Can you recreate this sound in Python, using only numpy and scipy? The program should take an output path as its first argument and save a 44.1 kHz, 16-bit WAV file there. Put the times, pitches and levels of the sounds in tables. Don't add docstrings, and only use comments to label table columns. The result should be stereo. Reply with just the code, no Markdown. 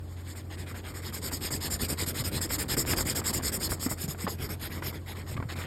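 import sys
import numpy as np
from scipy import signal
from scipy.fft import rfft, irfft, next_fast_len
from scipy.io import wavfile
from scipy.ndimage import uniform_filter1d, map_coordinates

SR = 44100
rng = np.random.default_rng(int(sys.argv[2]) if len(sys.argv) > 2 else 0)


def wrap_up_sound(samples):
    columns = np.atleast_2d(samples).T
    tamed = np.clip(columns, -1, 1)
    steps = np.round(tamed * 32767).astype(np.int16)
    wavfile.write(sys.argv[1], SR, steps)


N = 249606

# (moment of the turn [s], push length [s], pull length [s])
SCRUBS = [(0.158, 0.082, 0.085), (.346, 0.099, 0.078), (0.566, 0.067, 0.085), (0.737, 0.075, 0.076),
          (0.932, 0.1, .085), (1.118, .1, 0.082), (1.305, 0.09, 0.084), (1.5, 0.094, 0.088),
          (1.695, 0.09, .079), (1.877, 0.086, .075), (2.055, 0.081, .069), (2.232, 0.089, .069),
          (2.401, 0.086, 0.073), (2.577, 0.086, 0.07), (2.76, .078, .075), (2.955, .095, 0.081),
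          (3.142, .091, .07), (3.323, 0.084, .074), (3.512, .089, .07), (3.686, .087, 0.071),
          (3.885, .09, 0.064), (4.072, 0.098, 0.074), (4.271, .093, .092), (4.483, .1, 0.076),
          (4.691, .095, 0.12), (4.921, 0.1, 0.069), (5.145, 0.084, .09), (5.36, 0.098, 0.024),
          (5.549, 0.063, 0.12)]
# (time [s], relative rasp level [dB])
PRESSURE = [(.12, -60), (.35, -50), (.75, -44.5), (1.35, -45), (2.15, -38.5), (2.4, -41.5), (2.75, -35.5),
            (3.6, -41.5), (3.88, -49.5), (4.3, -46), (4.7, -42), (5.33, -47), (5.6, -37)]
# (frequency [Hz], relative level per Hz [dB])
SCUFF = [(80, -3), (250, 0), (600, -1), (1100, -4.5), (2100, -8.5), (2900, -14), (10000, -45)]
RESTART_S = 0.006


def marker(hiss_power=1.09, swish_power=0.54, rasp_power=0.57, rumble_power=0.56,
           rasp_bite=1.0, bite_s=0.0084, whisper_db=-15):
    # (frequency [Hz], relative level per Hz [dB])
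    swish_colour = [(900, -24), (2000, -1), (2750, -16), (3700, -2.5), (4800, -13), (6200, 8), (8000, -11),
                    (14000, -25)]
    rasp_colour = [(200, -14.5), (500, -6.5), (950, -4), (1450, -4.5), (2100, -1), (2700, -7), (3500, -4.5),
                   (6000, -23.5), (14000, -36)]
    rumble_colour = [(25, -24), (45, 0.5), (70, 3), (130, 1.5), (200, -1.5), (330, -2), (500, -7),
                     (800, -21.5), (2000, -33.5), (5000, -90)]

    pace, hiss, rasp, rumble = np.zeros((4, N))
    for start, end, fastest, hiss_db, rasp_db, rumble_db in strokes():
        t = np.arange(max(round((end - start) * SR), 2)) / SR
        half_turns = np.interp(t / t[-1], [0, np.clip(fastest, 0, 1), 1], [0, 0.5, 1])
        speed = np.abs(np.sin(np.pi * half_turns))
        bite = np.exp(-t / bite_s)
        jolt = 0.2 * bite
        add(pace, start, speed)
        add(hiss, start, amp(hiss_db) * (speed ** hiss_power + jolt))
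        add(rasp, start, amp(rasp_db) * (1 + rasp_bite * bite) * speed ** rasp_power)
        add(rumble, start, amp(rumble_db) * speed ** rumble_power)

    swish = amp(-29.5) * hiss ** swish_power
    hiss = np.hypot(hiss, amp(-18.5) * linger(hiss, seconds=0.036))
    rasp = np.hypot(rasp, amp(-11) * linger(rasp, seconds=0.016))
    rumble = np.hypot(0.63 * rumble, 0.79 * linger(rumble, seconds=0.049))

    tooth_db = 0.6 * wobble(140)
    press_db = 1.3 * wobble(35)
    fibres = amp(-1.13) * thinned(fibre_hiss())
    bright = hiss * (fibres + amp(whisper_db) * nib_whisper(pace))
    dull_snags = coloured(catches(rate=9000, spread_db=1.5), swish_colour)
    dull = swish * patchy(dull_snags, depth_db=3.5)
    sheet_snags = coloured(catches(rate=7000, spread_db=2), rasp_colour)
    sheet = amp(press_db) * rasp * patchy(sheet_snags, depth_db=2.0)
    table_snags = coloured(catches(rate=1500, spread_db=2), rumble_colour)
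    table = amp(2.0 + 1.86 * wobble(35)) * rumble * table_snags

    patter_level = amp(-18 + 3.3 * wobble(60)) * linger(hiss, seconds=0.096)
    patter = patter_level * coloured(catches(rate=900, spread_db=4.5), SCUFF)
    return amp(tooth_db) * (bright + dull + sheet) + table + patter


def strokes():
    # (time [s], relative hiss level [dB])
    vigour = [(.12, -60), (.3, -46.5), (.6, -46.5), (.98, -45.5), (1.16, -34), (1.9, -28.5), (2.42, -30.5),
              (2.75, -25), (3.1, -27), (3.55, -27), (3.9, -31), (4.28, -38), (4.62, -35.5), (4.87, -35.5),
              (5.1, -42), (5.62, -44.5)]
    # (time [s], hiss of the pull against the push [dB])
    ease = [(4.52, 1.5), (4.75, -7.5), (5.2, -6), (5.39, -11), (5.6, 1.5)]
    push_peak, pull_peak = 0.57, 0.333
    stop_s = 0.003
    pull_rasp_db = -2

    for turn, push_s, pull_s in SCRUBS:
        push = turn - push_s, turn - stop_s, push_peak, False
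        pull = turn + RESTART_S, turn + pull_s, pull_peak, True
        for start, end, fastest, pulled in push, pull:
            middle = (start + end) / 2
            vigour_db, pressure_db = at(vigour, middle), at(PRESSURE, middle)
            hiss_db = vigour_db + pulled * at(ease, middle)
            rasp_db = pressure_db + pulled * pull_rasp_db
            rumble_db = -7.5 + 0.44 * vigour_db + 0.4 * pressure_db
            yield start, end, fastest, hiss_db, rasp_db, rumble_db


def fibre_hiss():
    # (time [s], place of the tip [0 left, 1 middle, 2 or more right])
    place_curve = [(0, 0.15), (2.1, 0.038), (2.6, 0.84), (3.7, 1.1), (4.201, 1.2), (4.5, 2.7), (5.66, 0.92)]
    # (frequency [Hz], relative level per Hz [dB])
    left_colour = [(800, -31), (2600, -9), (3300, -5), (4300, -3.5), (5050, -0.5), (5800, -7), (7600, -2.5),
                   (8500, -5.5), (9400, -3.5), (10700, -8), (12000, -7), (13200, -10), (14500, -7),
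                   (15700, -21)]
    middle_colour = [(800, -39), (2600, -13), (3300, -5.5), (4100, -8), (5200, 0.0), (6200, -5),
                     (7350, -0.4), (8400, -3), (9700, -3.5), (10900, -2), (11850, -12.5), (12700, -5),
                     (14200, -9.5), (15700, -7.5)]
    right_colour = [(800, -35), (2600, -5.5), (3400, -1.8), (4500, -6.7), (5200, -0.0), (6000, -0.5),
                    (7400, -8.9), (9000, -7.2), (10000, -4.5), (10800, 0.0), (11900, -4.5), (12700, -4.1),
                    (13500, -12.8), (15700, -17.4)]

    place = np.clip(at(place_curve, np.arange(N) / SR), 0, 2)
    hiss = np.zeros(N)
    for k, colour in enumerate([left_colour, middle_colour, right_colour]):
        share = np.sqrt(np.clip(1 - np.abs(place - k), 0, 1))
        hiss += share * coloured(catches(rate=16000, spread_db=1), colour)
    return patchy(hiss, depth_db=3.0)


def thinned(hiss, thin_db=-7, thin_hz=4750):
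    t = np.arange(N) / SR
    pulling = np.any([(t > turn) & (t < turn + pull_s) for turn, _, pull_s in SCRUBS], axis=0)
    body = filtered(hiss, lambda hz: 1 / (1 + (hz / thin_hz) ** 16))
    return hiss + (amp(thin_db) - 1) * pulling * body


def nib_whisper(speed, rest_hz=4650, rise_hz=520, width_hz=260):
    band = filtered(rng.standard_normal((2, N)), lambda hz: 1 / (1 + (hz / width_hz) ** 4))
    phase = 2 * np.pi * np.cumsum(rest_hz + rise_hz * speed) / SR
    return unit(band[0] * np.cos(phase) + band[1] * np.sin(phase))


def catches(rate, spread_db):
    snagged = rng.random(N) < rate / SR
    sizes = rng.standard_normal(N) * amp(spread_db * rng.standard_normal(N))
    return unit(snagged * sizes)


def patchy(x, depth_db):
    z = signal.stft(x, nperseg=512)[2]
    field = uniform_filter1d(rng.standard_normal(z.shape), size=6, axis=0)
    field = uniform_filter1d(field, size=12, axis=1)
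    return unit(signal.istft(z * amp(depth_db * unit(field)), nperseg=512)[1][:N])


def linger(level, seconds):
    keep = np.exp(-1 / (seconds * SR))
    return signal.lfilter([1 - keep], [1, -keep], level)


def ticks(thud_hz=260, thud_t60=0.047, scuff_db=-10, scuff_t60=0.086):
    # (typical frequency [Hz], typical relative level [dB], time to fade by 60 dB [s])
    sheet_modes = [(630, -2, 0.021), (976, 1.5, 0.026), (1220, 1.5, 0.017), (1580, -4.5, 0.02),
                   (2210, -6.5, .025), (3350, -18, .012)]
    out, scuff = np.zeros((2, N))
    t = np.arange(SR // 10) / SR
    give = 1 - np.exp(-t / 0.0005)
    for s, db, thud_db in landings():
        ring = 0
        for hz, level, t60 in sheet_modes:
            hz = hz * (1 + 0.094 * rng.standard_normal())
            fade = amp(level + 2 * rng.standard_normal() - 60 * t / t60)
            ring = ring + fade * np.sin(2 * np.pi * (hz * t + rng.random()))
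        thud = amp(thud_db - 60 * t / thud_t60) * np.sin(2 * np.pi * thud_hz * t)
        add(out, s, amp(db - 8.5) * give * ring + amp(db - 4.0) * thud)
        add(scuff, s, amp(db + scuff_db - 60 * t / scuff_t60) * give)
    return out + scuff * coloured(catches(rate=2400, spread_db=2), SCUFF)


def landings():
    # (time [s], relative tick level [dB], thud added to the tick, before mixing [dB])
    hard_landings = [(1.316, -28, -6), (1.507, -29, -3), (2.504, -27.5, -9), (2.769, -26.5, 4),
                     (2.934, -20, -18.5), (2.986, -24.5, -4), (3.216, -26, -12), (3.399, -27.5, -1),
                     (3.719, -23, -13), (3.863, -25, 10.5), (3.913, -25.5, -4), (4.267, -19, -16),
                     (4.274, -23, -4), (4.822, -24, -13), (5.377, -30, 5), (5.4, -29, 4), (5.425, -30, 6.5)]
    catch_db, spread_db, catch_thud_db = -35.5, 1.5, -1
    over_rasp_db = 8
    yield from hard_landings
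    for turn, _, _ in SCRUBS:
        db = min(catch_db, at(PRESSURE, turn) + over_rasp_db)
        yield turn + RESTART_S, db + spread_db * rng.standard_normal(), catch_thud_db


def bumps(t60=0.058, attack=0.0034, drop=0.74, settle=0.0028):
    # (time [s], relative level [dB], pitch it settles to [Hz])
    hand_bumps = [(1.323, -30, 262), (2.199, -20.5, 104), (2.577, -25.5, 282), (2.776, -22.5, 326.5),
                  (2.933, -28, 340), (3.863, -27, 241), (3.912, -23.5, 102), (4.037, -25, 154),
                  (4.082, -23, 144.2), (4.241, -21.5, 182), (5.354, -24.5, 120), (5.39, -21.5, 104.6),
                  (5.454, -23, 103)]
    out, t = np.zeros(N), np.arange(SR // 6) / SR
    for s, db, hz in hand_bumps:
        cycles = hz * (t + drop * settle * (1 - np.exp(-t / settle)))
        swell = 1 - np.exp(-t / attack)
        add(out, s, amp(db + 4.0 - 60 * t / t60) * swell * np.sin(2 * np.pi * cycles))
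    return out


def room():
    # (frequency [Hz], typical rms level [dB])
    hum_tones = [(88.2, -41), (133.5, -52.5), (176.4, -63), (221, -61), (309, -59)]
    # (frequency [Hz], relative level per Hz [dB])
    air_colour = [(20, -32), (50, 3.5), (100, 3), (170, -9.5), (350, -6.5), (600, -14.5), (1500, -24.5),
                  (4000, -29.5), (9000, -32), (15800, -36)]
    t = np.arange(N) / SR + 0.00022 * wobble(3.23)
    hum = np.zeros(N)
    for hz, db in hum_tones:
        level = np.sqrt(2) * amp(db + 0.5 * wobble(4.9))
        hum += level * np.sin(2 * np.pi * (hz * t + rng.random()))
    return hum + amp(-47) * coloured(rng.standard_normal(N), air_colour)


def stereo_spread(x, diffuse_db=-5, diffuse_hz=500):
    # (frequency [Hz], phase by which the left leads [radians])
    phase_lead = [(0, 0), (150, -.4), (550, -1.2), (950, -.4), (1700, 0), (2700, 2.1), (3700, 1.5),
                  (5000, 1.2), (5400, 1.7), (5750, 3), (6250, 3.25), (6750, 4.65), (8100, 6.28), (9350, 8),
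                  (9950, 9.2), (10600, 9.6), (11800, 12.1), (13100, 12.8), (14300, 15.5), (15700, 16.3)]
    # (frequency [Hz], left minus right level [dB])
    balance = [(80, -.8), (300, -3.8), (750, -6.5), (1200, -2), (1800, 0), (2700, -4.5), (3800, -2),
               (4900, -3.5), (5750, 0)]

    treble = filtered(x, lambda hz: (hz / (hz + diffuse_hz)) ** 2)
    drift = np.exp(1j * np.pi * np.array([wobble(25), wobble(25)]))
    t = np.arange(SR // 50) / SR
    tails = rng.standard_normal((2, len(t))) * amp(-60 * t / 0.015)
    tails = tails / np.linalg.norm(tails, axis=1, keepdims=True)
    drifting = np.real(signal.hilbert(treble, next_fast_len(N))[:N] * drift)
    diffuse = signal.fftconvolve(drifting, tails, axes=1)[:, :N]

    def half(hz):
        return np.interp(hz, *np.transpose(phase_lead)) / 2

    both = x + amp(diffuse_db) * diffuse
    mid, side = filtered(both, lambda hz: np.array([np.cos(half(hz)), 1j * np.sin(half(hz))]))
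    pair = np.array([mid + side, mid - side])
    return filtered(pair, lambda hz: amp(np.outer([0.5, -0.5], along(balance, hz))))


def amp(db):
    return 10 ** (np.asarray(db) / 20)


def unit(x):
    return x / np.sqrt(np.mean(x ** 2) + 1e-20)


def at(curve, s):
    return np.interp(s, *np.transpose(curve))


def along(points, hz):
    f, v = np.transpose(points)
    return np.interp(np.log(hz + 1), np.log(f + 1), v)


def wobble(rate):
    knots = rng.standard_normal(int(N * rate / SR) + 4)
    return map_coordinates(knots, [np.arange(N) * rate / SR])


def filtered(x, response):
    m = next_fast_len(N + SR // 4)
    return irfft(rfft(x, m) * response(np.fft.rfftfreq(m, 1 / SR)), m)[..., :N]


def coloured(x, spectrum):
    return unit(filtered(x, lambda hz: amp(along(spectrum, hz))))


def add(track, s, sound):
    i = max(round(s * SR), 0)
    track[i:i + len(sound)] += sound[:max(N - i, 0)]


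def scene():
    return stereo_spread(marker() + ticks() + bumps() + room())


def record(dry):
    return filtered(dry, lambda hz: hz < 15850)


dry = scene()
out = record(dry)
wrap_up_sound(out)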